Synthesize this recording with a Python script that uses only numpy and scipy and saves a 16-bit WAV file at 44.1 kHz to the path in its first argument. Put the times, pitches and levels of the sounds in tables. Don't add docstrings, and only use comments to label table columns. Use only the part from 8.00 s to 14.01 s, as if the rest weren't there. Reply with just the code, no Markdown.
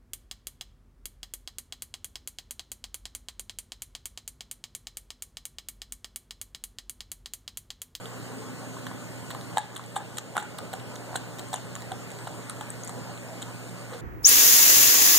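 import sys
import numpy as np
from scipy import signal
from scipy.fft import rfft, irfft, next_fast_len
from scipy.io import wavfile
from scipy.ndimage import uniform_filter1d, minimum_filter1d

SR = 44100
rng = np.random.default_rng(int(sys.argv[2]) if len(sys.argv) > 2 else 0)


def master(y):
    cut = np.clip(np.atleast_2d(y).T, -1, 1)
    pcm = np.round(cut * 32767)
    wavfile.write(sys.argv[1], SR, pcm.astype(np.int16))


def magnitude_from_level(level_db):
    exponent = np.asarray(level_db, float) / 20
    return 10 ** exponent


N = 265041

# (pitch [Hz], level per Hz [dB])
AIR_COLOUR = [(30, -44), (80, -22), (130, 10.5), (280, 1), (500, 0), (900, -5), (1600, -8.5), (1900, -9.5),
              (2600, -8.5), (3600, -17.5), (4900, -11.5), (5900, -22), (7100, -9.5), (8300, -15),
              (9800, -19.5), (12000, -22.5)]
# (time [s], level [dB])
AIR_SWELL = [(0, 1), (.3, 2.5), (.9, 2.5), (1.5, 4), (3, 6.5), (4.8, 2), (5, 8), (5.2, 2), (5.85, 1),
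             (5.95, 2.5), (6.01, 0)]
# (pitch [Hz], likeness [0 to 1])
PORT_LIKENESS = [(60, 1), (150, 1), (350, 0.71), (800, 0.32), (2000, 0.027), (6000, 0.072)]
# (pitch [Hz], level [dB])
MOTOR_TONES = [(59.6, -62), (119.8, -39.5), (179.6, -49), (239.5, -54.5), (258, -52), (299.5, -58.5),
               (582, -60), (1471, -64)]
# (middle time [s], length [s], level [dB], pitch [Hz], width [Hz])
RUSTLES = [(.42, 0.48, -43.5, 257, 57), (.3, 1, -47.5, 430, 123), (0.32, 0.021, -58, 880, 150),
           (0.425, 0.02, -47, 1000, 300), (0.82, 0.64, -44, 255, 31), (4.5, 0.017, -57, 1100, 870),
           (2.8, 0.012, -43, 2340, 1500), (1.615, 0.06, -47, 3600, 1400), (3.565, 0.038, -44, 2900, 500),
           (2.405, 0.04, -43, 1450, 400), (4, 0.13, -68, 490, 200), (5.3, 0.1, -46.5, 620, 270),
           (5.95, 0.068, -40.5, 490, 110), (5.942, 0.036, -44.5, 840, 2700)]
# (time [s], bone wall level [dB], enamel level [dB], enamel pitch [Hz])
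SNAPS = [(.057, -33, -45, 7840), (.867, -29.5, -60, 7700), (0.872, -41, -58, 7800),
         (1.3052, -30.5, -46, 7850), (1.311, -35, -35.5, 7640), (1.3149, -35, -50, 7800),
         (1.348, -41, -45, 7900), (1.4117, -39, -48, 7800), (1.5724, -25, -36, 7700),
         (1.582, -28, -22, 7940), (1.752, -57, -37, 7240), (1.762, -35, -44, 8300), (1.765, -32, -38, 7100),
         (1.7673, -47, -33, 8000), (1.7706, -37, -46, 8350), (1.7775, -46, -37, 8300),
         (1.839, -42, -49, 7800), (1.862, -52, -40, 8000), (2.173, -44, -41, 8000),
         (2.1802, -37, -35, 7900), (2.184, -26, -23, 6800), (2.194, -47, -41, 7000),
         (2.339, -50, -52, 7800), (2.354, -42, -49, 7500), (2.369, -36, -31.5, 9350),
         (2.3814, -42, -28.5, 7300), (2.584, -43, -36.5, 9200), (2.5862, -31, -37, 8300),
         (2.7313, -33, -42, 7200), (2.735, -34, -33.5, 7070), (2.752, -44, -42, 8100),
              (2.9569, -40, -35.5, 6500), (2.9616, -37.5, -51, 7800), (3.143, -50, -55, 8000),
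              (3.158, -29, -27, 8700), (3.386, -38, -52, 7220), (3.4855, -53, -39, 7560),
              (3.5296, -40, -45, 8400), (3.5407, -32, -25, 7460), (3.544, -44, -25.5, 9000),
              (3.552, -45, -38, 7000), (3.5596, -48, -30, 7100), (3.7308, -50, -41, 7280),
              (3.7536, -35, -28.5, 7300), (3.7627, -37.5, -45, 7960), (3.8056, -44, -44, 7800),
              (3.821, -37, -40, 7250), (4.105, -44, -39, 7700), (4.1167, -44, -36, 7320),
              (4.15, -50, -42, 7000), (4.188, -43, -43, 7600), (4.2753, -39, -37, 8300),
              (4.423, -47, -57, 7800), (4.4953, -46, -40.5, 8560), (4.497, -33, -25, 8940),
              (4.499, -50, -39, 7240), (4.5065, -52, -36, 7700), (4.7034, -56, -26, 8000),
              (4.8357, -47, -29.5, 6650), (4.847, -51, -36, 8290), (4.852, -50, -38, 8600),
              (4.8755, -52, -27.5, 7070), (4.881, -44, -34, 7300), (4.894, -42, -33, 8460),
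              (5.126, -50, -54, 7800), (5.176, -42, -60, 7800), (5.421, -36.5, -31, 7450),
              (5.4227, -53, -37, 7000), (5.425, -39, -34, 7900), (5.694, -47, -42, 7730)]
# (middle time [s], bone wall level [dB], enamel level [dB], crackle length [ms])
CRACKS = [(1.5741, -32, -45, 1.4), (1.582, -43, -35, 1), (1.591, -41, -32.5, 6.5),
          (1.9618, -32.5, -38, 2.5), (1.964, -38, -34.5, 1.6), (1.97, -35, -31, 6.5),
          (2.1717, -36, -31, 0.82), (2.184, -41, -33, 1.2), (2.368, -37, -34, 1.6), (2.379, -37, -30, 1.6),
          (2.389, -40, -37, 4.7), (2.399, -38, -38, 21), (2.428, -52, -36, 2), (2.589, -47, -36, 1.5),
          (2.738, -38, -33, 2), (3.16, -32, -37, 2.3), (3.161, -34, -26.5, 1.4), (3.1643, -43, -27, 1.1),
          (3.173, -40, -37.5, 3.7), (3.394, -34, -33.5, 3.3), (3.5345, -34, -33, 2.9),
          (3.538, -46, -37, 0.99), (3.9192, -32.5, -36.5, 1.5), (4.271, -42, -49, 3.5),
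          (4.611, -35, -37.5, 0.86), (5.4176, -41, -40, 0.66), (5.428, -32, -35, 1.1)]
THIN_RIM_BITES = [1.411, 1.572, 1.582, 1.839, 2.587, 3.387, 3.394, 3.535, 3.82, 4.188, 4.424, 4.497, 4.881,
                  5.126, 5.176]
# (pitch [Hz], width [Hz], level [dB])
BONE_WALL = [(1700, 1200, -4), (2550, 500, -5), (3150, 900, 0), (4200, 1000, -12), (5700, 1500, -16),
             (12000, 6000, -17)]
# (multiple of the enamel pitch, width [Hz], level [dB])
ENAMEL = [(1., 1150, 0), (1.3, 2200, -20), (1.62, 3500, -28)]
# (time [s], level [dB], pitch [Hz], time to fade by 60 dB [s])
KNOCKS = [(0.767, -32.5, 1060, 0.012), (0.867, -33, 1090, 0.015), (0.913, -26.5, 1070, 0.0084),
          (1.306, -31, 1090, 0.012), (1.348, -24, 1100, 0.0088), (1.5702, -11, 850, 0.011),
          (1.5804, -22, 847, 0.063), (1.762, -39, 1120, .034), (1.794, -20.5, 1120, 0.0057),
          (1.958, -35, 1090, 0.0092), (1.9608, -24.5, 1180, 0.015), (1.963, -25, 805, 0.063),
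          (2.003, -31.5, 850, 0.029), (2.182, -30.5, 1206, 0.025), (2.352, -28, 780, 0.018),
          (2.3597, -23, 1350, 0.01), (2.3664, -32, 222, 0.066), (2.3665, -0.5, 1100, 0.0041),
          (2.3773, -13.5, 1410, 0.014), (2.3815, -18, 810, 0.012), (2.423, -33.5, 850, 0.048),
          (2.5873, -25, 1030, 0.0088), (2.59, -29, 1230, 0.012), (2.603, -24, 1300, 0.0053),
          (2.7285, -36, 690, 0.03), (2.7365, -23.5, 753, 0.015), (3.129, -24.5, 794, 0.009),
          (3.1418, -21, 970, 0.0062), (3.155, -13.5, 820, 0.0053), (3.156, -21, 1590, 0.0089),
          (3.528, -30.5, 800, 0.031), (3.536, -26.5, 800, 0.014), (3.54, -14, 880, 0.0054),
          (3.543, -33, 745, 0.024), (3.76, -36, 1130, 0.024), (3.916, -29, 756, .035),
          (4.2705, -24, 780, 0.01), (4.275, -29, 1320, 0.011), (4.4975, -29.5, 1290, 0.01),
          (4.607, -38, 1320, 0.016), (4.609, -32, 850, 0.033), (4.8932, -27.5, 1140, 0.008)]
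# (pitch [Hz], level [dB], time to fade by 60 dB [s])
HOLLOW = [(838, 3, .2), (1390, -9, .06), (790, -4, .14), (890, -6, .12)]
# (pitch [Hz], width [Hz], level [dB])
SPLINTERS = [(850, 420, -34), (1450, 1950, 13)]
# (pitch [Hz], time to fade by 60 dB [s])
ROOM_FADE = [(300, 0.085), (1000, 0.35), (4000, 0.93), (10000, 0.12)]
# (time [s], cut [dB])
GAIN_CUTS = [
    (1.585, 6.5),
    (1.77, 1),
    (1.975, 1.5),
    (2.19, 4),
    (2.39, 1.5),
    (2.74, .5),
    (3.17, 1),
    (3.55, 1),
]
# (pitch [Hz], phase [rad])
FAR_PHASE = [(800, 0), (1700, 1.5), (2800, -.4), (4200, 1.5), (5200, 0), (7000, 0), (7900, 2), (9300, .3),
             (12000, .6)]
# (pitch [Hz], level [dB])
FAR_TONE = [(200, -4.5), (1800, -3.5), (3000, -6.5), (5500, -2), (7000, -3), (8000, 1), (12000, -0.7)]
# (pitch [Hz], from the left, from the right, phase turn [rad])
CROSS = [(100, .88, .88, -.11), (1200, .94, .94, 0), (2500, .97, .96, .1), (3700, .98, .97, 0),
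         (4850, .74, .76, 0), (5150, .35, .55, 0), (6400, .9, .25, .9), (7300, 1, .2, .5),
         (8000, .9, .15, 0), (10000, .37, .1, 0), (12000, .15, .1, 0)]


def evened(x):
    return x / np.sqrt(np.mean(x ** 2) + 1e-20)


def peaked(x):
    return x / np.sqrt(uniform_filter1d(x ** 2, size=50).max())


def read(points, hz, column=1):
    rows = np.array(points)
    return np.interp(np.log(hz + 1), np.log(rows[:, 0] + 1), rows[:, column])


def add(mix, s, sound):
    part = mix[round(s * SR):][:len(sound)]
    part += sound[:len(part)]


def resonances(x, modes):
    total = 0
    for k, (hz, width, db) in enumerate(modes):
        peak = signal.iirpeak(hz, hz / width, SR)
        ring = signal.lfilter(*peak, signal.lfilter(*peak, x))
        total = total + (-1) ** k * magnitude_from_level(db) * ring
    return total


def air():
    level_db, top_hz, patch_db = -39.5, 15520, 1.78
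    frames, hz = N // 256 + 5, np.fft.rfftfreq(1024, 1 / SR)
    a, b, c, d, patches = rng.standard_normal((frames, 513, 5)).T
    patches = uniform_filter1d(patches, size=10, axis=0)
    patches = evened(uniform_filter1d(patches, size=10, axis=1))
    swell_db = np.interp(np.arange(frames) * 256 / SR, *np.transpose(AIR_SWELL))
    swell_db = swell_db / (1 + (hz[:, None] / 700) ** 2)
    same = np.clip(read(PORT_LIKENESS, hz), 0, 1)[:, None]
    near = a + 1j * b
    far = same * near + np.sqrt(1 - same ** 2) * (c + 1j * d)
    colour = magnitude_from_level(read(AIR_COLOUR, hz)[:, None] + swell_db + patch_db * patches)
    z = np.array([far, near]) * colour * (hz < top_hz)[:, None]
    return magnitude_from_level(level_db) * evened(signal.istft(z, nperseg=1024, noverlap=768)[1][:, :N])


def hum():
    waver_db, pitch_waver = 2.2, 0.00405
    drift = rng.standard_normal((N, 2 * len(MOTOR_TONES)))
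    for _ in range(2):
        drift = uniform_filter1d(drift, size=3000, axis=0)
    drift = evened(drift)
    out = np.zeros(N)
    for k, (hz, db) in enumerate(MOTOR_TONES):
        level_db = db + waver_db * (k > 1) * drift[:, 2 * k]
        pitch = hz + pitch_waver * hz * drift[:, 2 * k + 1]
        out += np.sqrt(2) * magnitude_from_level(level_db) * np.sin(2 * np.pi * np.cumsum(pitch) / SR)
    return out


def rustles():
    out = np.zeros(N)
    t = np.arange(SR) / SR - .5
    chance = rng.standard_normal((len(RUSTLES), 2, SR))
    for (s, length, db, hz, width), (grit, gate) in zip(RUSTLES, chance):
        grains = grit * magnitude_from_level(2.0 * evened(uniform_filter1d(gate, size=200)))
        swell = np.exp(-(2 * t / length) ** 2)
        sound = magnitude_from_level(db) * evened(resonances(grains, [(hz, width, 0)])) * swell
        missed = max(round((.5 - s) * SR), 0)
        add(out, max(s - .5, 0), sound[missed:])
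    return out


def ticks():
    wall_gain_db, enamel_gain_db = -2, -3
    crack_hz, snap_ms, snap_kick = 7500, .2, 2.2
    wall_spread, enamel_spread, spot_db = .04, .02, 1.2
    out, t = np.zeros(N), np.arange(-300, 800) / SR
    rows = [(*row, crack_hz, 0) for row in CRACKS]
    for s, wall_db, enamel_db, hz in SNAPS:
        rows.append((s, wall_db, enamel_db, snap_ms, hz, snap_kick))
    chance = rng.standard_normal((len(rows), 2, len(t)))
    for (s, wall_db, enamel_db, ms, hz, kick), (grit, gate) in zip(rows, chance):
        slip = np.exp(-abs(t) / (ms / 1000 + 2e-4) * np.where(t < 0, 1, 1.3))
        crumbs = .08 * (t > 0) * np.exp(-abs(t) / .005)
        grains = magnitude_from_level(6 * min(ms, 1) * evened(uniform_filter1d(gate, size=16)))
        crackle = grit * grains * (slip + crumbs) + kick * (t == 0)
        rim = 1.24 if abs(np.array(THIN_RIM_BITES) - s).min() < .004 else 1
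        wall_modes = [(f * rim * (1 + wall_spread * gate[k]), width, db + spot_db * grit[k])
                      for k, (f, width, db) in enumerate(BONE_WALL)]
        enamel_modes = [(multiple * hz * (1 + enamel_spread * gate[-1]), width, db)
                        for multiple, width, db in ENAMEL]
        wall = magnitude_from_level(wall_db + wall_gain_db) * peaked(resonances(crackle, wall_modes))
        enamel = magnitude_from_level(enamel_db + enamel_gain_db) * peaked(resonances(crackle, enamel_modes))
        add(out, s + t[0], wall + enamel)
    return out


def knocks():
    hollow_per_s, gripped_s = 3.1, 0.00082
    regrip_s, regrip_pitch = 2.6, .895
    rise_s = .001
    out, t = np.zeros(N), np.arange(SR // 5) / SR
    chance = rng.standard_normal((len(KNOCKS), len(t)))
    for (s, db, hz, t60), grit in zip(KNOCKS, chance):
        fade = t / max(t60, .004)
        ring = np.sin(2 * np.pi * hz * t) * magnitude_from_level(-60 * fade)
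        ring += 0.72 * np.sin(2 * np.pi * 1.97 * hz * t) * magnitude_from_level(-130 * fade)
        ring += .15 * evened(resonances(grit, SPLINTERS)) * magnitude_from_level(-40 * fade)
        grip = regrip_pitch if s > regrip_s else 1
        hollow = sum(np.sin(2 * np.pi * f * grip * t) * magnitude_from_level(g - 60 * t / (d * grip ** 4)) for f, g, d in HOLLOW)
        share = np.clip(hollow_per_s * (t60 - gripped_s), 0, 1)
        onset = 1 - np.exp(-t / 6e-4)
        add(out, s + rise_s, -magnitude_from_level(db + 1.5) * (ring + share * hollow) * onset)
    return out


def room(x):
    taps = np.zeros((2, SR // 2))
    at = np.arange(160, SR // 2 - 20, 20)
    at = at + rng.integers(0, 20, (2, len(at)))
    np.put_along_axis(taps, at, rng.choice([-1., 1.], at.shape), 1)
    hz, t, z = signal.stft(taps, SR, nperseg=256)
    fade = magnitude_from_level(-60 * t / read(ROOM_FADE, hz)[:, None])
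    tail = signal.istft(z * fade, SR, nperseg=256)[1]
    return signal.fftconvolve(x[None], tail / np.linalg.norm(tail[0]), axes=1)[:, :N]


def cut_db():
    t = np.arange(N) / SR
    cuts = sum(db * (t > s) * np.exp(-abs(t - s) / .33) for s, db in GAIN_CUTS)
    return uniform_filter1d(cuts, size=600)


def scene():
    low = magnitude_from_level(2.0) * knocks() + rustles()
    high = ticks() * magnitude_from_level(cut_db())
    size = next_fast_len(N)
    hz = np.fft.rfftfreq(size, 1 / SR)
    scatter = rng.standard_normal(90) * np.exp(-np.arange(90) / 22)
    scatter = rfft(scatter / np.linalg.norm(scatter), size) * np.clip(hz / 3000, 0, 1)
    path = .8 * np.exp(1j * read(FAR_PHASE, hz)) + .6 * scatter
    far = irfft(rfft(low + high, size) * path, size)[:N]
    echoes = room(magnitude_from_level(-10) * low + magnitude_from_level(-12.5) * high)
    ports = np.array([far, low + high]) + echoes + air() + hum()
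    ports[0] = irfft(rfft(ports[0], size) * magnitude_from_level(read(FAR_TONE, hz)), size)[:N]
    return ports


def thin_bands(stereo):
    rough_db, hole_db = -15, -10.2
    both = np.array([stereo[0] + stereo[1], stereo[0] - stereo[1]]) / 2
    z = signal.stft(both, nperseg=2048, noverlap=1024)[2]
    power = uniform_filter1d(abs(z) ** 2, size=7, axis=1)
    keep = minimum_filter1d(1. * (power > magnitude_from_level(-28) * power[::-1]), size=5, axis=1)
    treble = power[:, 120:].sum((0, 1))
    crack = treble > 1.5 * np.median(treble)
    wide = uniform_filter1d(power, size=9, axis=1)
    filled = wide > magnitude_from_level(hole_db) * np.median(wide, axis=2, keepdims=True)
    keep[:, 220:] *= filled[:, 220:]
    rough = crack * magnitude_from_level(rough_db) * np.sqrt(abs(power[::-1])) * np.exp(2j * np.pi * rng.random(z.shape))
    z = z * np.maximum(keep, crack) + rough
    mid, side = signal.istft(z, nperseg=2048, noverlap=1024)[1][:, :N]
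    return np.array([mid + side, mid - side])


def band_limit(x):
    return signal.sosfilt(signal.butter(12, 16640, fs=SR, output="sos"), x)


def record(dry):
    cross_s = 4.07e-4
    size = next_fast_len(N)
    hz = np.fft.rfftfreq(size, 1 / SR)
    far, near = rfft(dry, size)
    delay = np.exp(-2j * np.pi * hz * cross_s + 1j * read(CROSS, hz, column=3))
    left = far - read(CROSS, hz, column=1) * delay * near
    right = near - read(CROSS, hz, column=2) * delay * far
    treble_limit = 1 + (hz / 16000) ** 60
    stereo = irfft(np.array([left, right]) / treble_limit, size)[:, :N]
    finished = thin_bands(stereo) / magnitude_from_level(cut_db())
    return band_limit(finished)


dry = scene()
out = record(dry)
master(out)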